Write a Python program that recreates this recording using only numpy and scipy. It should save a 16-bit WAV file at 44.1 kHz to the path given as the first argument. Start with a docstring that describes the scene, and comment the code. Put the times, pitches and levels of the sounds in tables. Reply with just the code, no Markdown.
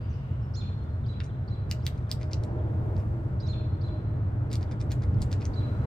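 """Far road traffic rumbles, slowly growing, with a few swells and a faint sinking whine and drone.
Over it a small bird repeats a thin call, two voices of its syrinx, that lingers among bare trees;
far birds tweet and the air hisses faintly. Close by, a squirrel gnaws a nut on a branch in two bouts:
its incisors scrape and catch on the shell and snap off chips, and the hollow nut rings."""
import sys
import numpy as np
from scipy import signal
from scipy.fft import rfft, irfft, next_fast_len
from scipy.io import wavfile

SR = 44100
rng = np.random.default_rng(int(sys.argv[2]) if len(sys.argv) > 2 else 0)


def dump_mix(stems):
    """Bounce the given channels to the path in sys.argv[1] as a 16-bit WAV at rate SR."""
    frames = np.atleast_2d(stems).T  # one column per channel
    limited = np.clip(frames, -1, 1)  # hard clip at full scale
    pcm = np.round(limited * 32767).astype(np.int16)
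    wavfile.write(sys.argv[1], SR, pcm)


N = 258426
TIME_S = np.arange(N) / SR
N_FFT = next_fast_len(N + SR // 10, True)
BINS_HZ = np.fft.rfftfreq(N_FFT, 1 / SR)

# far sound at the two ears: freq_hz, coherence, left_lead_rad
EAR_COHERENCE = [(30, 0.86, 0), (90, 1, 0), (169, 0.98, 0.2), (340, 0.84, 0.68), (680, 0.3, 0.72),
                 (900, 0.7, 1.68), (1410, 0.5, 2), (2160, 0.2, 3.5), (5000, 0.15, -2)]
# air hiss: freq_hz, density_db
AIR_SPECTRUM = [(2000, -2), (4000, 3), (8500, -2.5), (10000, -9), (15500, -1.5), (17000, -25.5)]
# air hiss: time_s, level_db
AIR_LEVEL = [(0, -75.5), (1.6, -78), (2.6, -75.5), (3.1, -74.5), (3.6, -77.5), (4.4, -77.5), (5.6, -70)]
# thin rustle: freq_hz, density_db
RUSTLE_SPECTRUM = [(3000, -3.5), (7000, -7.5), (12000, -1.5), (15500, -1.5)]
# thin rustle: time_s, level_db
RUSTLE_LEVEL = [(2.4, -97), (2.75, -80), (2.93, -77), (3.0, -75), (3.12, -79.5), (3.6, -90)]

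# engine rumble: freq_hz, density_db
RUMBLE_SPECTRUM = [(12, -57.5), (20, -20.5), (54, -9.5), (81, 0), (97, 2), (124, 0), (141, -6.5),
                   (166, -17), (201, -15), (260, -21), (340, -67), (570, -120)]
# tyre roar: freq_hz, density_db
ROAR_SPECTRUM = [(150, -18), (220, -5.5), (260, -4.5), (315, 2.5), (370, -1.5), (450, -1), (530, -5),
                 (620, -5), (750, -8.5), (950, -11), (1400, -30)]
# tyre hiss: freq_hz, density_db
HISS_SPECTRUM = [(600, -23), (900, 3), (1400, 2.5), (2000, -7), (3000, -17.5), (4500, -30), (7000, -47.5),
                 (10000, -36.5)]
# swells in the traffic's rumble, roar and hiss: peak_s, half_amplitude_s, rumble_db, roar_db, hiss_db
SWELLS = [(2.56, 0.2, -38, -42.5, -61), (2.88, 0.19, -29.5, -43.5, -59), (5.18, -0.08, -22.5, -53.5, -59),
          (5.82, 0.35, -38.5, -48.5, -53.5)]
# vehicle whine: time_s, level_db
WHINE_LEVEL = [(0, -65.5), (1.901, -61.5), (2.2, -54), (2.5, -51), (3.301, -61.5), (3.95, -52), (4.3, -62)]
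# engine drone: time_s, level_db
DRONE_LEVEL = [(0, -64.5), (2.0, -62.5), (2.55, -47.5), (3.4, -48), (4.3, -48.5), (5.2, -49)]

# blurred far song dying away: time_s, level_db
FAR_SONG_LEVEL = [(0, -65), (.33, -65.5), (.55, -74), (1.0, -99)]
# blurred far song: freq_hz, density_db
FAR_SONG_SPECTRUM = [(1700, -9), (2200, -6), (2550, -7), (2850, -0.5), (3150, -11), (4000, -12.5)]
# one far bird's falling tweets: start_s, gain_db
TWEETS = [(0.791, -68), (1.04, -61), (1.292, -64), (1.805, -67), (2.068, -67), (2.585, -67.5), (4.675, -68),
          (5.18, -67)]
# another far bird's high notes: start_s, length_s, from_hz, to_hz, gain_db
HIGH_NOTES = [(.01, 0.05, 4630, 4900, -69), (.093, 0.026, 6350, 5660, -67.5),
              (.128, 0.017, 4410, 5550, -63), (.418, 0.021, 5150, 5430, -70),
              (1.821, 0.023, 4350, 5840, -62.5), (1.7, .012, 5160, 4480, -61)]
# small bird's calls: start_s, whistle_hz, whistle_db, accent_db, upsweep_db, chip_hz, chip_db
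CALLS = [(0.539, 4196, -48.5, 11.5, -44, 5400, -57), (1.062, 3980, -53.5, 0.5, -66, 4590, -59.5),
         (1.479, 4050, -58, 3, -72, 4490, -57.5), (3.402, 3973, -53.5, -4, -60, 4700, -52.5),
         (3.459, 4194, -48.5, 11.5, -52, 5380, -65), (3.812, 4080, -55, 5.5, -69, 4490, -57.5),
         (5.536, 4020, -50.5, -2, -64, 4390, -54)]
# voice that holds, then drops: call_fraction, whistle_pitch_ratio, gain_db
WHISTLE = [(.1, .56, -24), (.2, .85, -16), (.27, 1, -6), (.33, 1.014, -1), (.42, .997, 0), (.58, .997, 0),
           (.68, .985, -2), (.74, .94, -10), (.78, .87, -11), (.84, .83, -11), (.88, .67, -13),
           (.93, .57, -6.5), (1, .53, -15)]
# voice that sweeps up: call_fraction, whistle_pitch_ratio, gain_db
UPSWEEP = [(0, .9, -30), (.09, 1.02, -12), (.16, 1.3, 0), (.22, 1.5, -12), (.28, 1.59, -12),
           (.38, 1.62, -11), (.58, 1.69, -18), (1, 1.69, -50)]
# the wood's echoes of a call: freq_hz, early_db, late_db
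WOOD_RESPONSE = [(2400, 10.5, 0), (3000, 15, 9), (3650, 5, -2.5), (4230, 3, -3.5), (5500, -3, -12.5),
                 (7000, -2.5, -15)]

# modes of the scraped shell: freq_hz, width_hz, gain_db
SHELL_MODES = [(1490, 350, -3), (2250, 330, 2), (3480, 240, -4), (4700, 970, -6), (4750, 380, -3),
               (7800, 5100, -23)]
# tooth strokes and light paw rubs: middle_s, length_s, gain_db, rasp_fraction
STROKES = [(0.84, 0.019, -70, 0.6), (1.249, 0.047, -59.5, 0.34), (1.71, 0.036, -56, 0.4),
           (1.857, .02, -55.5, 0.3), (1.979, 0.016, -63, 0.75), (2.112, 0.047, -55.5, 0.6),
           (2.218, 0.039, -55.5, 0.88), (2.323, 0.039, -58, 0.64), (2.438, 0.029, -62, 0.45),
           (2.993, 0.083, -64, 0.67), (4.531, 0.059, -53.5, 0.46), (4.619, .03, -58, 0.8),
           (4.719, 0.026, -55, 0.84), (4.809, 0.028, -55, 0.64), (4.921, 0.033, -51, 0.5),
           (5.029, 0.039, -56.5, 0.88), (5.224, 0.039, -54, 0.18), (5.327, 0.047, -56.5, 0.32),
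           (5.418, 0.041, -55.5, 0.94), (5.448, 0.017, -58, 0.5)]
# an incisor catches and slips: start_s, peak_db
CATCHES = [(.637, -48), (2.099, -48), (2.103, -46), (2.3108, -46.5), (2.316, -40), (4.5035, -47),
           (4.6115, -45), (4.721, -43), (4.803, -46), (4.9052, -42), (5.0203, -48), (5.0227, -41.5),
           (5.0345, -45), (5.0385, -41), (5.206, -49), (5.2218, -38), (5.4108, -40), (5.4168, -50),
           (5.4216, -44), (5.4267, -41)]
# nut knocks on the teeth: time_s, gain_db
KNOCKS = [(1.2024, -33)]
# shell fractures: start_s, gain_db, chip_hz, hollow_hz, hollow_db, overtone_db, edge_db
SNAPS = [(1.713, -21.5, 4600, 2920, 1, -15, -16), (1.8659, -22.5, 3830, 2630, 1.5, -10.5, -15),
         (1.8664, -29, 5200, 2440, -1, -9, -11), (2.115, -18, 4700, 2930, -12.5, -6, -13),
         (1.243, -44, 6260, 2200, -8, -3.5, -25.5), (2.214, -48.5, 4200, 2270, 0, -14, -29),
         (2.231, -38.5, 4840, 2250, -3.5, -11, -23), (2.333, -23.5, 4700, 3540, -15, -12, -28.5),
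         (2.437, -37, 4520, 2290, -6, -5, -16.5), (2.966, -46, 4370, 3430, -10.5, -20, -26),
         (4.5157, -40, 4550, 2160, -1, -6.5, -13), (4.53, -29.5, 4470, 2150, -10, -1.5, -17),
         (4.5367, -31.5, 4685, 2150, -13.5, -3, -19), (4.5554, -28, 4770, 3500, -14, -11, -17.5),
         (4.6293, -39, 4705, 2100, -7, -19, -20), (4.7141, -47, 4860, 2080, 4, -19, -27.5),
         (4.72, -46, 4910, 2097, -1, -11, -19), (4.8067, -47, 4400, 2050, -4, -2.5, -18),
         (4.8137, -38, 4410, 2050, -4, -4.5, -20), (4.9099, -40, 4400, 2080, 3.5, -18, -29),
         (4.9182, -31.5, 4540, 2100, -5, -2, -9.5), (4.924, -40, 4500, 2100, -8, -4, -11),
         (5.145, -54, 4720, 2100, -7, -18, -26), (5.2192, -28.5, 5200, 2706, -7, 1, -12.5),
         (5.225, -32.5, 4930, 2720, -2, -8, -15), (5.316, -36.5, 4350, 2000, -1, -6, -15),
         (5.3282, -28.5, 4470, 2020, 2, -8, -19), (5.3325, -40, 4230, 2000, 3, -12, -21),
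         (5.4539, -30.5, 6250, 2200, -11, -10, -27)]
# phase between the ears for the nut: freq_hz, left_lead_rad
NUT_LEAD = [(1000, .1), (4500, 0.5), (6500, 1.6), (7800, 2.5), (9300, 5.1), (10200, 2.6), (15000, 6.3)]
# scatter off the twigs: freq_hz, gain_db
TWIG_RESPONSE = [(1000, 13), (2000, 7.5), (2700, 7), (4800, -3.5), (6600, 2), (8400, .5), (11500, 3),
                 (14000, 3)]
# treble colour of each channel, a dip near 10 kHz and a dull top: freq_hz, left_db, right_db
TREBLE_COLOUR = [(1500, 0.5, 0.5), (2400, 1, -1.5), (4740, 0.9, 1.5), (6340, -1, -1), (8600, 3, -3.5),
                 (9900, -6, -7), (10400, -6, -4.5), (11000, -1.5, -1.5), (14800, -1.5, -1.5),
                 (16000, -10.5, -8.5)]


def from_db(db):
    """Decibels to gain."""
    return 10 ** (np.asarray(db) / 20)


def unit_rms(x):
    """Scale to rms 1."""
    return x / np.sqrt(np.mean(x ** 2) + 1e-20)


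def unit_peak(x):
    """Scale to peak 1."""
    return x / np.abs(x).max()


def level_gain(curve):
    """Gain per sample from time_s, level_db rows."""
    return from_db(np.interp(TIME_S, *np.transpose(curve)))


def at_bins(curve, column=1):
    """One column at the FFT bins, interpolated in log frequency."""
    columns = np.transpose(curve)
    return np.interp(np.log(BINS_HZ + 1), np.log(columns[0]), columns[column])


def filtered(x, response):
    """Apply a real or complex gain per FFT bin."""
    return irfft(rfft(x, N_FFT) * response, N_FFT)[..., :N]


def coloured(x, curve, column=1):
    """Zero-phase filter from a dB curve."""
    return filtered(x, from_db(at_bins(curve, column)))


def resonance(x, hz, width_hz):
    """Two-pole resonator, peak gain 1."""
    radius = np.exp(-np.pi * width_hz / SR)
    feedback = [1, -2 * radius * np.cos(2 * np.pi * hz / SR), radius ** 2]
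    return signal.lfilter(np.array([1, 0, -1]) * (1 - radius ** 2) / 2, feedback, x)


def band(x, low_hz, high_hz, order=2):
    """Causal band-pass."""
    return signal.sosfilt(signal.butter(order, [low_hz, high_hz], "band", fs=SR, output="sos"), x)


def band_noise(samples, low_hz, high_hz):
    """Band-passed noise, rms 1."""
    return unit_rms(band(rng.standard_normal(samples), low_hz, high_hz))


def add(track, start_s, sound):
    """Mix into a track in place."""
    i = max(int(start_s * SR), 0)
    track[i:i + len(sound)] += sound[:max(N - i, 0)]


def flutter(low_hz, high_hz, depth_db):
    """Gain wandering at random, at rates within the band."""
    wander = filtered(rng.standard_normal(N_FFT), (BINS_HZ > low_hz) & (BINS_HZ < high_hz))
    return unit_rms(from_db(depth_db * unit_rms(wander)))


def diffuse_noise(spectrum):
    """Stereo noise from far left: coherent bass, nearly unrelated treble; rms 1."""
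    mid, side = rfft(rng.standard_normal((2, N_FFT)))
    coherence, lead_rad = at_bins(EAR_COHERENCE, 1), at_bins(EAR_COHERENCE, 2)
    ears = np.sqrt(1 + coherence) * mid + np.sqrt(1 - coherence) * side * [[1], [-1]]
    ears[1] *= np.exp(-1j * lead_rad)
    low_hz, high_hz = spectrum[0][0], spectrum[-1][0]
    skirts = 1 / (1 + (BINS_HZ / high_hz) ** 8) / (1 + (low_hz / (BINS_HZ + 1)) ** 4)
    return unit_rms(irfft(ears * from_db(at_bins(spectrum)) * skirts, N_FFT)[:, :N])


def scatter(x, t60_s, build_s, clumps_per_s, clump_db):
    """Dense clumped echoes off twigs and trunks, different at each ear; unit gain."""
    t = np.arange(SR) / SR
    clumps = np.interp(t * clumps_per_s, np.arange(1024), rng.standard_normal(1024).clip(-2, 2))
    envelope = from_db(clump_db * clumps - 60 * t / t60_s) * (1 - np.exp(-t / build_s))
    echoes = unit_rms(rng.standard_normal((2, SR)) * envelope) / np.sqrt(SR)
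    return signal.fftconvolve(x[None], echoes, axes=1)[:, :N]


def air_hiss():
    """Faint high hiss; a grainy rustle swells once between the bouts."""
    rustle = level_gain(RUSTLE_LEVEL) * flutter(10, 300, depth_db=1.5) * diffuse_noise(RUSTLE_SPECTRUM)
    return level_gain(AIR_LEVEL) * diffuse_noise(AIR_SPECTRUM) + rustle


def road_gain(swells_db, start_db, rise_db_per_s):
    """Power sum of an ever busier road and brief swells."""
    power = from_db(start_db + rise_db_per_s * TIME_S) ** 2
    for (peak_s, width_s, *_), db in zip(SWELLS, swells_db):
        power += (from_db(db) / (1 + ((TIME_S - peak_s) / width_s) ** 2)) ** 2
    return np.sqrt(power)


def multipath_tone(hz, level, width_hz):
    """Far tone, smeared in level and pitch by its many paths."""
    phase = 2 * np.pi * np.cumsum(hz) / SR
    smear = [(.1, 0), (width_hz, -3), (3 * width_hz, -20)]   # offset_hz, density_db
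    tone = diffuse_noise(smear) * np.sin(phase) + diffuse_noise(smear) * np.cos(phase)
    return level_gain(level) * tone


def traffic(whine_hz=631.5, whine_sag_hz_per_s=5.1, drone_hz=337.5, drone_sag_hz_per_s=13.6):
    """Engines rumble, tyres roar and hiss; one vehicle's whine sinks, its drone too as it slows."""
    _, _, rumble_db, roar_db, hiss_db = np.transpose(SWELLS)
    rumble_gain = road_gain(rumble_db, start_db=-32, rise_db_per_s=0.68)
    rumble = rumble_gain * flutter(3, 12, depth_db=0.87) * diffuse_noise(RUMBLE_SPECTRUM)
    roar = road_gain(roar_db, start_db=-51, rise_db_per_s=1.18) * diffuse_noise(ROAR_SPECTRUM)
    hiss = road_gain(hiss_db, start_db=-57, rise_db_per_s=0.42) * diffuse_noise(HISS_SPECTRUM)
    whine = multipath_tone(whine_hz - whine_sag_hz_per_s * TIME_S, WHINE_LEVEL, width_hz=5)
    slowing_s = np.maximum(TIME_S - 1.95, 0)
    drone = multipath_tone(drone_hz - drone_sag_hz_per_s * slowing_s, DRONE_LEVEL, width_hz=19)
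    return rumble + roar + hiss + whine + drone


def glide(hz, db):
    """Sine on a pitch and level path, soft ends."""
    phase = 2 * np.pi * np.cumsum(hz) / SR
    return np.sqrt(2) * from_db(db) * np.sin(phase) * signal.windows.tukey(len(hz), .15)


def far_birds(tweet_s=0.019, tweet_hz=(3800, 3005)):
    """Notes from deep in the wood, mostly echo, over the blur of a fading song."""
    tweets = [(start_s, tweet_s, *tweet_hz, db) for start_s, db in TWEETS]
    notes = np.zeros(N)
    for start_s, length_s, from_hz, to_hz, db in HIGH_NOTES + tweets:
        hz = np.geomspace(from_hz, to_hz, int(length_s * SR))
        quaver = 1 + 0.03 * band_noise(len(hz), 80, 600)
        add(notes, start_s, glide(hz * quaver, db - 0.5))
    echoes = scatter(notes, t60_s=0.69, build_s=.003, clumps_per_s=59, clump_db=-4.5)
    song = level_gain(FAR_SONG_LEVEL) * diffuse_noise(FAR_SONG_SPECTRUM)
    return from_db(-5) * notes + from_db(-1.5) * echoes + song


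def call_chip(hz, db, length_s, buzz_hz=330, buzz_depth=0.06, rise_ratio=.15):
    """Buzzy rising note that opens a call."""
    t = np.arange(int(length_s * SR)) / SR
    warble = np.sin(2 * np.pi * buzz_hz * t + rng.uniform(0, 2 * np.pi)) + band_noise(len(t), 90, 800)
    pitch_ratio = 1 + rise_ratio * (t / length_s - .5) + buzz_depth * warble
    return glide(hz * pitch_ratio, db) * signal.windows.tukey(len(t), .7)


def bird_calls(call_s=.092, chip_s=0.02, accent_ratio=.85, accent_width=0.061):
    """A chip, then one side of the syrinx sweeps up while the other holds a whistle and drops."""
    out = np.zeros(N)
    samples = int(call_s * SR)
    progress = np.linspace(0, 1, samples)
    for start_s, hz, whistle_db, accent_db, upsweep_db, chip_hz, chip_db in CALLS:
        add(out, start_s - chip_s / 4, call_chip(chip_hz, chip_db, chip_s))
        huskiness = band_noise(samples, 4500, 8300) * signal.windows.tukey(samples, .5)
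        add(out, start_s, from_db(whistle_db - 23) * huskiness)
        for voice, db, roughness in ((WHISTLE, whistle_db, .007), (UPSWEEP, upsweep_db, 0.015)):
            fractions, ratios, gains_db = np.transpose(voice)
            ratio = np.interp(progress, fractions, ratios)
            shape_db = np.interp(progress, fractions, gains_db)
            quaver = 1 + roughness * band_noise(samples, 40, 500)
            accent = np.exp(-((ratio - accent_ratio) / accent_width) ** 2)
            add(out, start_s, glide(hz * ratio * quaver, db + shape_db + accent_db * accent))
    return out


def small_bird(pan_db=6.0):
    """Caller off to the right: branches blur it, the wood carries it on, lower notes most."""
    calls = bird_calls()
    direct = calls * from_db([[-pan_db], [pan_db]])
    blur = scatter(calls, t60_s=.09, build_s=.002, clumps_per_s=400, clump_db=4)
    early_feed, late_feed = coloured(calls, WOOD_RESPONSE, 1), coloured(calls, WOOD_RESPONSE, 2)
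    early = scatter(early_feed, t60_s=.5, build_s=.005, clumps_per_s=200, clump_db=3)
    late = scatter(late_feed, t60_s=2.0, build_s=.012, clumps_per_s=25, clump_db=1.2)
    return from_db(-5) * direct + from_db(-12) * blur + from_db(-7) * early + from_db(-8.5) * late


def fracture(crumble_db, crumble_s):
    """Force of a break: one sharp release, then fibres tearing."""
    t = np.arange(1024) / SR
    force = from_db(crumble_db) * rng.standard_normal(len(t)) * np.exp(-t / crumble_s)
    force[0] = 1
    return force


def shell_ring(force, pitch_ratio, spot_db):
    """Shell modes, shifted and weighted by where the teeth touch."""
    return sum((-1) ** k * from_db(db + spot_db[k]) * resonance(force, hz * pitch_ratio, width_hz)
               for k, (hz, width_hz, db) in enumerate(SHELL_MODES))


def scrapes(slip_gap_s=.0042, uneven_db=4.0, grit_db=-21, pitch_spread=0.11):
    """Incisors chatter over the shell in tiny tears; each stroke mixes low rasp and bright crackle."""
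    out = np.zeros(N)
    for middle_s, length_s, db, rasp_fraction in STROKES:
        t = np.arange(int(2 * length_s * SR)) / SR
        pressure = np.sin(np.pi * np.minimum(t / length_s, 1)).clip(0)
        grit = from_db(grit_db) * rng.standard_normal(len(t)) * pressure
        # paws turn the nut: each stroke favours other modes
        grip_ratio = rng.uniform(.94, 1.06)
        spot_db = rng.normal(0, 2.8, len(SHELL_MODES))
        slips_s = np.cumsum(slip_gap_s * rng.uniform(.55, 1.45, 40))
        ring = np.zeros(N)
        for slip_s in slips_s[slips_s < length_s]:
            tear = fracture(crumble_db=-13.5, crumble_s=0.00062)
            tear *= pressure[int(slip_s * SR)] * from_db(uneven_db * rng.normal())
            pitch_ratio = grip_ratio * (1 + pitch_spread * rng.uniform(-0.58, 1))
            add(ring, slip_s, shell_ring(tear, pitch_ratio, spot_db))
        ring = ring[:len(t)] + shell_ring(grit, grip_ratio, spot_db)
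        rasp = np.sqrt(rasp_fraction) * unit_rms(band(ring, 1100, 6000, order=4))
        crackle = np.sqrt(1 - rasp_fraction) * unit_rms(band(ring, 5800, 9800, order=3))
        add(out, middle_s - length_s / 2, from_db(db - 6.5) * (rasp + crackle))
    return out


def catches():
    """A slipping tooth rings the shell briefly, each tick at a slightly different pitch."""
    out = np.zeros(N)
    for start_s, db in CATCHES:
        force = fracture(crumble_db=-19.5, crumble_s=0.00086)
        pitch_ratio = rng.uniform(.94, 1.06)
        shell = resonance(force, 4450 * pitch_ratio, width_hz=1300)
        hollow = from_db(-1) * resonance(force, 2200 * pitch_ratio, width_hz=600)
        add(out, start_s, from_db(db) * unit_peak(band(shell + hollow, 1600, 8000)))
    return out


def knocks(lag_s=0.00083):
    """The nut knocks dully against the teeth."""
    out = np.zeros(N)
    for time_s, db in KNOCKS:
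        knock = band(fracture(crumble_db=-8.5, crumble_s=0.0015), 970, 4400, order=3)
        add(out, time_s + lag_s, from_db(db + 3) * unit_peak(knock))
    return out


def snaps():
    """The shell breaks: a chip rings with a glassy overtone and sharp edge; the hollow nut answers."""
    out = np.zeros(N)
    for start_s, db, chip_hz, hollow_hz, hollow_db, overtone_db, edge_db in SNAPS:
        force = fracture(crumble_db=-20, crumble_s=0.0013)
        chip = band(resonance(force, chip_hz, width_hz=1800), 2620, 6900, order=3)
        hollow = from_db(hollow_db) * resonance(band(force, 890, 5000), hollow_hz, width_hz=380)
        overtone_hz = 7900 * rng.uniform(0.75, 1.09)
        overtone = from_db(overtone_db) * resonance(band(force, 6600, 10440), overtone_hz, width_hz=2200)
        edge = from_db(edge_db) * band(force, 3200, 14000)
        add(out, start_s, from_db(db + 3) * unit_peak(chip + hollow + overtone + edge))
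    return out


def squirrel(echo_s=0.011, pan_db=0.9):
    """Close gnawing, one distinct reflection, scatter off the twigs and the duller wood beyond."""
    nut = snaps() + knocks() + catches() + scrapes()
    right = filtered(nut, np.exp(-1j * at_bins(NUT_LEAD)))
    direct = np.array([nut * from_db(-pan_db), right * from_db(pan_db)])
    echo = filtered(direct, np.exp(-2j * np.pi * BINS_HZ * echo_s))
    twig_feed = coloured(nut, TWIG_RESPONSE)
    wood_feed = band(twig_feed, 900, 8000, order=1)
    twigs = scatter(twig_feed, t60_s=0.11, build_s=0.0032, clumps_per_s=1500, clump_db=2.5)
    wood = scatter(wood_feed, t60_s=0.7, build_s=0.011, clumps_per_s=42, clump_db=2.0)
    return direct + from_db(-15) * echo + from_db(-7.5) * twigs + from_db(-20) * wood


def scene():
    """Stereo sum of all sources."""
    return squirrel() + small_bird() + far_birds() + traffic() + air_hiss()


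def record(dry, cutoff_hz=16000):
    """Short end fades; each channel's treble dips near 10 kHz and dulls on top; steep low-pass."""
    left, right = dry * signal.windows.tukey(N, .003)
    channels = np.array([coloured(left, TREBLE_COLOUR, 1), coloured(right, TREBLE_COLOUR, 2)])
    return signal.sosfilt(signal.ellip(10, .1, 80, cutoff_hz, fs=SR, output="sos"), channels)


dry = scene()
out = record(dry)
dump_mix(out)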